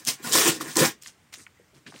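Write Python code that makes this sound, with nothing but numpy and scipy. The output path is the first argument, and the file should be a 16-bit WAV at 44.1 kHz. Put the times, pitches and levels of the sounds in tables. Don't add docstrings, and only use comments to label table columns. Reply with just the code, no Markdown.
import sys
import numpy as np
from scipy import signal
from scipy.io import wavfile
from scipy.ndimage import uniform_filter1d

SR = 44100
rng = np.random.default_rng(int(sys.argv[2]) if len(sys.argv) > 2 else 0)


def makeup_ratio(level_db):
    decades = np.asarray(level_db, float) / 20
    return 10 ** decades


def bounce(signal):
    frames = np.transpose(np.atleast_2d(signal))
    limited = np.clip(frames, -1, 1)
    pcm = np.round(limited * 32767).astype(np.int16)
    wavfile.write(sys.argv[1], SR, pcm)


N = 88200


def rip():
    # time in seconds, then the levels in dB of the tape crackle,
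    # the box panels, the hollow of the box and the rocking of the box.
    pull = [(0.0, -45, -56, -52, -55), (0.038, -59, -55.5, -80, -87), (0.057, -43, -74, -72, -55),
            (0.071, -27, -41, -62, -40), (0.087, -18, -34, -47, -47.5), (0.143, -39.5, -55.5, -60, -57),
            (0.174, -58, -59.5, -79, -69.5), (0.219, -53.5, -52.5, -54.5, -47),
            (0.239, -37.5, -47.5, -50, -53), (0.261, -30, -34.5, -48, -43),
            (0.31, -31.5, -39.5, -42, -42.5), (0.34, -15.5, -28, -35, -40),
            (0.39, -14.5, -24.5, -33.5, -38.5), (0.448, -21, -25.5, -32, -46.5),
            (0.486, -13.5, -23, -29.5, -36), (0.506, -23, -37, -34.5, -50.5),
            (0.542, -34, -45.5, -41, -47.5), (0.562, -36.5, -44, -42.5, -52.5),
            (0.594, -51.5, -54, -52, -47), (0.612, -30.5, -37.5, -45, -48),
            (0.638, -42.5, -47.5, -46, -49.5), (0.674, -42, -41.5, -39.5, -50),
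            (0.702, -37, -43.5, -51, -47), (0.747, -43.5, -48, -55, -52.5), (0.77, -24, -24.5, -30.5, -33),
            (0.796, -16, -26, -22, -29.5), (0.821, -19.5, -21.5, -26.5, -33.5),
            (0.862, -21, -25.5, -37.5, -33.5), (0.914, -42, -50.5, -50, -66),
            (0.979, -82.5, -111, -77, -67.5)]
    # frequency in Hz, density in dB per Hz.
    tape_colour = [(1500, -14), (2300, -3.5), (3300, -2), (4300, -4.5), (5300, -1.5), (7200, -1),
                   (9000, -2), (15000, -6.5)]
    # frequency in Hz, density in dB per Hz.
    panel_colour = [(400, -15), (700, -1), (1000, 3), (1600, 4), (2600, 2), (3600, -24.5)]
    # frequency in Hz, relative strength in dB, t60 in seconds.
    panel_modes = [(810, 0, .03), (965, -4, .03), (1110, -1, .03), (1610, 1, .035), (1900, -3, .03),
                   (2510, -2, .03)]
    # frequency in Hz, relative strength in dB, t60 in seconds.
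    hollow_modes = [(330, 4, .055), (435, 0, .05), (530, 0, .05)]
    # frequency in Hz, relative strength in dB, t60 in seconds.
    rock_modes = [(110, -7, .09), (154, -2, .07), (200, 0, .06), (245, 2, .06)]
    ring_share = 0.2

    times, *levels_db = np.transpose(pull)
    t = np.arange(N) / SR
    tape, panel, hollow, rock = (makeup_ratio(np.interp(t, times, db, right=-120)) for db in levels_db)

    fine = slips(N, per_s=15000, spread_db=3.3)
    coarse = tugs(N)
    both = patchy(evened(fine) + evened(coarse))

    crackle = driven(lambda x: coloured(x, lambda hz: read(tape_colour, hz)), patchy(fine), tape)
    panel_noise = driven(lambda x: coloured(x, lambda hz: read(panel_colour, hz)), both, panel)
    panel_ring = travelling(both, panel_modes, panel)
    panels = np.sqrt(1 - ring_share) * panel_noise + np.sqrt(ring_share) * panel_ring
    boom = travelling(coarse, hollow_modes, hollow)
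    rocking = travelling(coarse, rock_modes, rock)
    return crackle + panels + boom + rocking


def slips(size, per_s, spread_db):
    clump_db, clump_s = 1.5, 0.0013
    chance, excess = rng.random(size), rng.exponential(1, size)
    drift, sign = rng.standard_normal(size), np.sign(rng.standard_normal(size))
    clump = evened(uniform_filter1d(drift, max(round(clump_s * SR), 2)))
    return (chance < per_s / SR) * sign * makeup_ratio(spread_db * np.minimum(excess, 4) + clump_db * clump)


def tugs(size):
    return slips(size, per_s=2200, spread_db=-1)


def patchy(x):
    patch_db = 2.5
    z = signal.stft(x, nperseg=256)[2]
    patches = uniform_filter1d(rng.standard_normal(z.shape), size=9, axis=0)
    patches = uniform_filter1d(patches, size=6, axis=1)
    return signal.istft(z * makeup_ratio(patch_db * evened(patches)), nperseg=256)[1][:len(x)]


def travelling(x, modes, level):
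    wander_db = 2
    out = 0
    for k, mode in enumerate(modes):
        drive = x * level * makeup_ratio(wander_db * wander(N))
        out = out + (-1) ** k * ringing(drive, [mode])
    return out / np.std(ringing(x, modes))


def wander(size):
    window = round(0.03 * SR)
    drift = uniform_filter1d(rng.standard_normal(size), window)
    return evened(uniform_filter1d(drift, window))


def ringing(x, modes):
    t = np.arange(SR // 5) / SR
    body = np.zeros(len(t))
    for k, (hz, db, t60) in enumerate(modes):
        body += (-1) ** k * makeup_ratio(db - 60 * t / t60) * np.sin(2 * np.pi * hz * t)
    return signal.oaconvolve(x, body)[:len(x)]


def snap(start, db, hz, octaves, t60):
    first_crack = 3
    t = np.arange(3000) / SR
    grains = rng.standard_normal(len(t)) + first_crack * (t == 0)
    burst = band(makeup_ratio(-60 * t / t60) * grains, hz, octaves)
    return start, makeup_ratio(db) * burst / abs(burst).max()


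def knock(start, db, hz):
    rise_s, t60 = 0.005, 0.07
    t = np.arange(SR // 5) / SR
    shape = (1 - np.exp(-t / rise_s)) * makeup_ratio(-60 * t / t60)
    note = np.sin(2 * np.pi * (hz * t + rng.random()))
    return start, makeup_ratio(db) * shape / shape.max() * note


def rustle(start, length, db, hz, octaves):
    top_hz, top_db = 9300, -14.5
    t = np.arange(SR // 3) / SR
    crackle = patchy(slips(len(t), per_s=7800, spread_db=4.2))
    crackle = band(crackle, hz, octaves)
    crackle = coloured(crackle, lambda f: top_db * np.maximum(np.log2((f + 1) / top_hz), 0))
    return start, makeup_ratio(db) * stroke(length, t, t60=0.16) * evened(crackle)


def press(start, length, db, hz, octaves):
    t = np.arange(SR // 3) / SR
    push = tugs(len(t))
    thud = driven(lambda x: band(x, hz, octaves), push, stroke(length, t, t60=0.06))
    return start, makeup_ratio(db) * thud


def stroke(length, t, t60):
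    rise = np.minimum(t / (0.26 * length), 1)
    return rise * makeup_ratio(-60 * np.maximum(t - length, 0) / t60)


def bedroom(x):
    # frequency in Hz, t60 in seconds.
    decay = [(100, 0.045), (700, 0.084), (2000, .18), (5000, 0.14), (13000, 0.081)]
    taps = np.zeros(SR // 2)
    at = np.arange(120, SR // 2 - 20, 20)
    taps[at + rng.integers(0, 20, len(at))] = rng.choice([-1., 1.], len(at))
    hz, t, z = signal.stft(taps, SR, nperseg=256)
    dying = z * makeup_ratio(-60 * t / read(decay, hz)[:, None])
    tail = signal.istft(dying, SR, nperseg=256)[1]
    return signal.fftconvolve(x, tail / np.linalg.norm(tail))[:N]


def room_tone():
    # frequency in Hz, relative density in dB per Hz.
    tone_colour = [(20, 23.5), (50, 14), (100, 6.5), (200, -0.5), (400, -4.5), (800, -9), (1400, -7.5),
                   (1950, -8), (2500, -10), (4000, -15), (7500, -15), (11000, -17.5), (16000, -21)]
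    level_db, patch_db = -55, 1.2
    frames, hz = N // 256 + 5, np.fft.rfftfreq(1024, 1 / SR)
    real, imaginary, patches = rng.standard_normal((frames, 513, 3)).T
    patches = uniform_filter1d(patches, size=12, axis=0)
    patches = evened(uniform_filter1d(patches, size=10, axis=1))
    z = (real + 1j * imaginary) * makeup_ratio(read(tone_colour, hz)[:, None] + patch_db * patches)
    return makeup_ratio(level_db) * evened(signal.istft(z, nperseg=1024, noverlap=768)[1][:N])


def driven(body, x, level):
    return body(x * level) / np.std(body(x))


def band(x, hz, octaves):
    return coloured(x, lambda f: -6 * (np.log2((f + 1) / hz) / octaves) ** 2)


def coloured(x, db_of):
    hz = abs(np.fft.fftfreq(4096, 1 / SR))
    log_gain = np.log(makeup_ratio(np.maximum(db_of(hz), -80)))
    taps = np.fft.ifft(np.exp(np.conj(signal.hilbert(log_gain)))).real[:2048]
    return signal.oaconvolve(x, taps)[:len(x)]


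def evened(x):
    return x / np.sqrt(np.mean(x ** 2) + 1e-20)


def read(points, hz):
    f, value = np.transpose(points)
    return np.interp(np.log(hz + 1), np.log(f + 1), value)


def add(mix, s, sound):
    part = mix[round(s * SR):][:len(sound)]
    part += sound[:len(part)]


def scene():
    # start in seconds, peak in dB, centre in Hz, width in octaves, t60 in seconds.
    snaps = [(0.051, -13.5, 8800, 1.4, 0.00097), (.073, -11, 6760, 0.35, 0.014),
             (.242, -33.5, 1510, 0.19, 0.059), (.323, -10.5, 6100, 0.52, 0.022),
             (.6085, -21.5, 1160, 0.35, 0.0098), (.757, -12, 5000, 2.2, 0.009),
             (.769, -4.5, 6930, 0.66, 0.015), (.7715, -10.5, 6030, 0.7, 0.0054),
             (1.023, -30, 7340, 0.85, 0.0048), (1.035, -25, 4900, 2.3, 0.0044),
             (1.061, -29, 2020, 0.86, 0.011), (1.073, -28.5, 6570, 0.4, 0.018),
             (1.08, -33.5, 5640, 0.38, 0.008), (1.328, -34, 2190, 2.16, 0.059),
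             (1.339, -27, 3290, 1.6, 0.031), (1.348, -30, 5400, 0.45, 0.0039),
             (1.4657, -34.5, 1800, 0.6, 0.007), (1.4695, -35.5, 1800, 0.6, 0.006),
             (1.864, -35, 1940, 0.8, 0.063), (1.876, -38, 2810, 0.63, 0.041),
             (1.923, -37.5, 1070, 0.63, 0.012), (1.941, -39.5, 1500, 1.15, 0.061),
             (1.961, -35, 2770, 0.44, 0.0069)]
    # start and length in seconds,
    # level in dB, centre in Hz, width in octaves.
    rustles = [(1.011, 0.053, -48.5, 6160, 1.5), (1.062, 0.021, -45.5, 5260, 2.6),
               (1.321, 0.037, -47.5, 4140, 2.4), (1.372, 0.048, -49.5, 7640, 0.8),
               (1.377, 0.028, -56, 1670, 0.63), (1.53, .15, -72, 1950, .09), (1.737, 0.042, -60, 2440, 3.2),
               (1.861, 0.04, -51.5, 2900, 2), (1.92, 0.12, -51.5, 3070, 2.1)]
    # start and length in seconds, level in dB, centre in Hz,
    # width in octaves.
    presses = [(0.194, 0.0054, -48, 338, 0.36), (1.364, 0.05, -58.5, 293, 0.6),
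               (1.591, 0.019, -61, 421, 0.41), (1.726, 0.015, -59.5, 380, 0.62),
               (1.739, 0.04, -55, 154, 0.94), (1.855, 0.045, -51, 216, 1.), (1.928, 0.031, -50, 270, 1)]
    # start in seconds, peak in dB, pitch in Hz.
    knocks = [(0.075, -38, 312), (0.242, -37, 243), (.264, -35.5, 238), (.352, -24, 321), (.402, -29, 435),
              (0.456, -21, 327), (0.478, -21, 341), (0.486, -29, 157), (.602, -31, 328), (.764, -21.5, 334),
              (0.807, -21.5, 346), (0.81, -17.5, 158.6), (0.82, -16, 523.3), (0.823, -21.5, 338)]

    tape, hands = rip(), np.zeros(N)
    for source, rows in (snap, snaps), (rustle, rustles), (press, presses), (knock, knocks):
        for row in rows:
            add(hands, *source(*row))
    reflections = bedroom(makeup_ratio(-8.5) * tape + makeup_ratio(-17) * hands)
    mono = tape + hands + reflections + room_tone()
    return np.array([mono, mono])


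def roll_off(x):
    return signal.sosfilt(signal.butter(12, 16620, fs=SR, output="sos"), x)


def record(dry):
    # frequency in Hz, gain in dB.
    response = [(20, -51), (60, -16.5), (95, -3.5), (140, 1), (9000, -1), (10500, -8.5), (15800, -2.5),
                (16300, -47.5)]
    mix = np.array([coloured(x, lambda hz: read(response, hz)) for x in dry])
    return roll_off(mix)


dry = scene()
out = record(dry)
bounce(out)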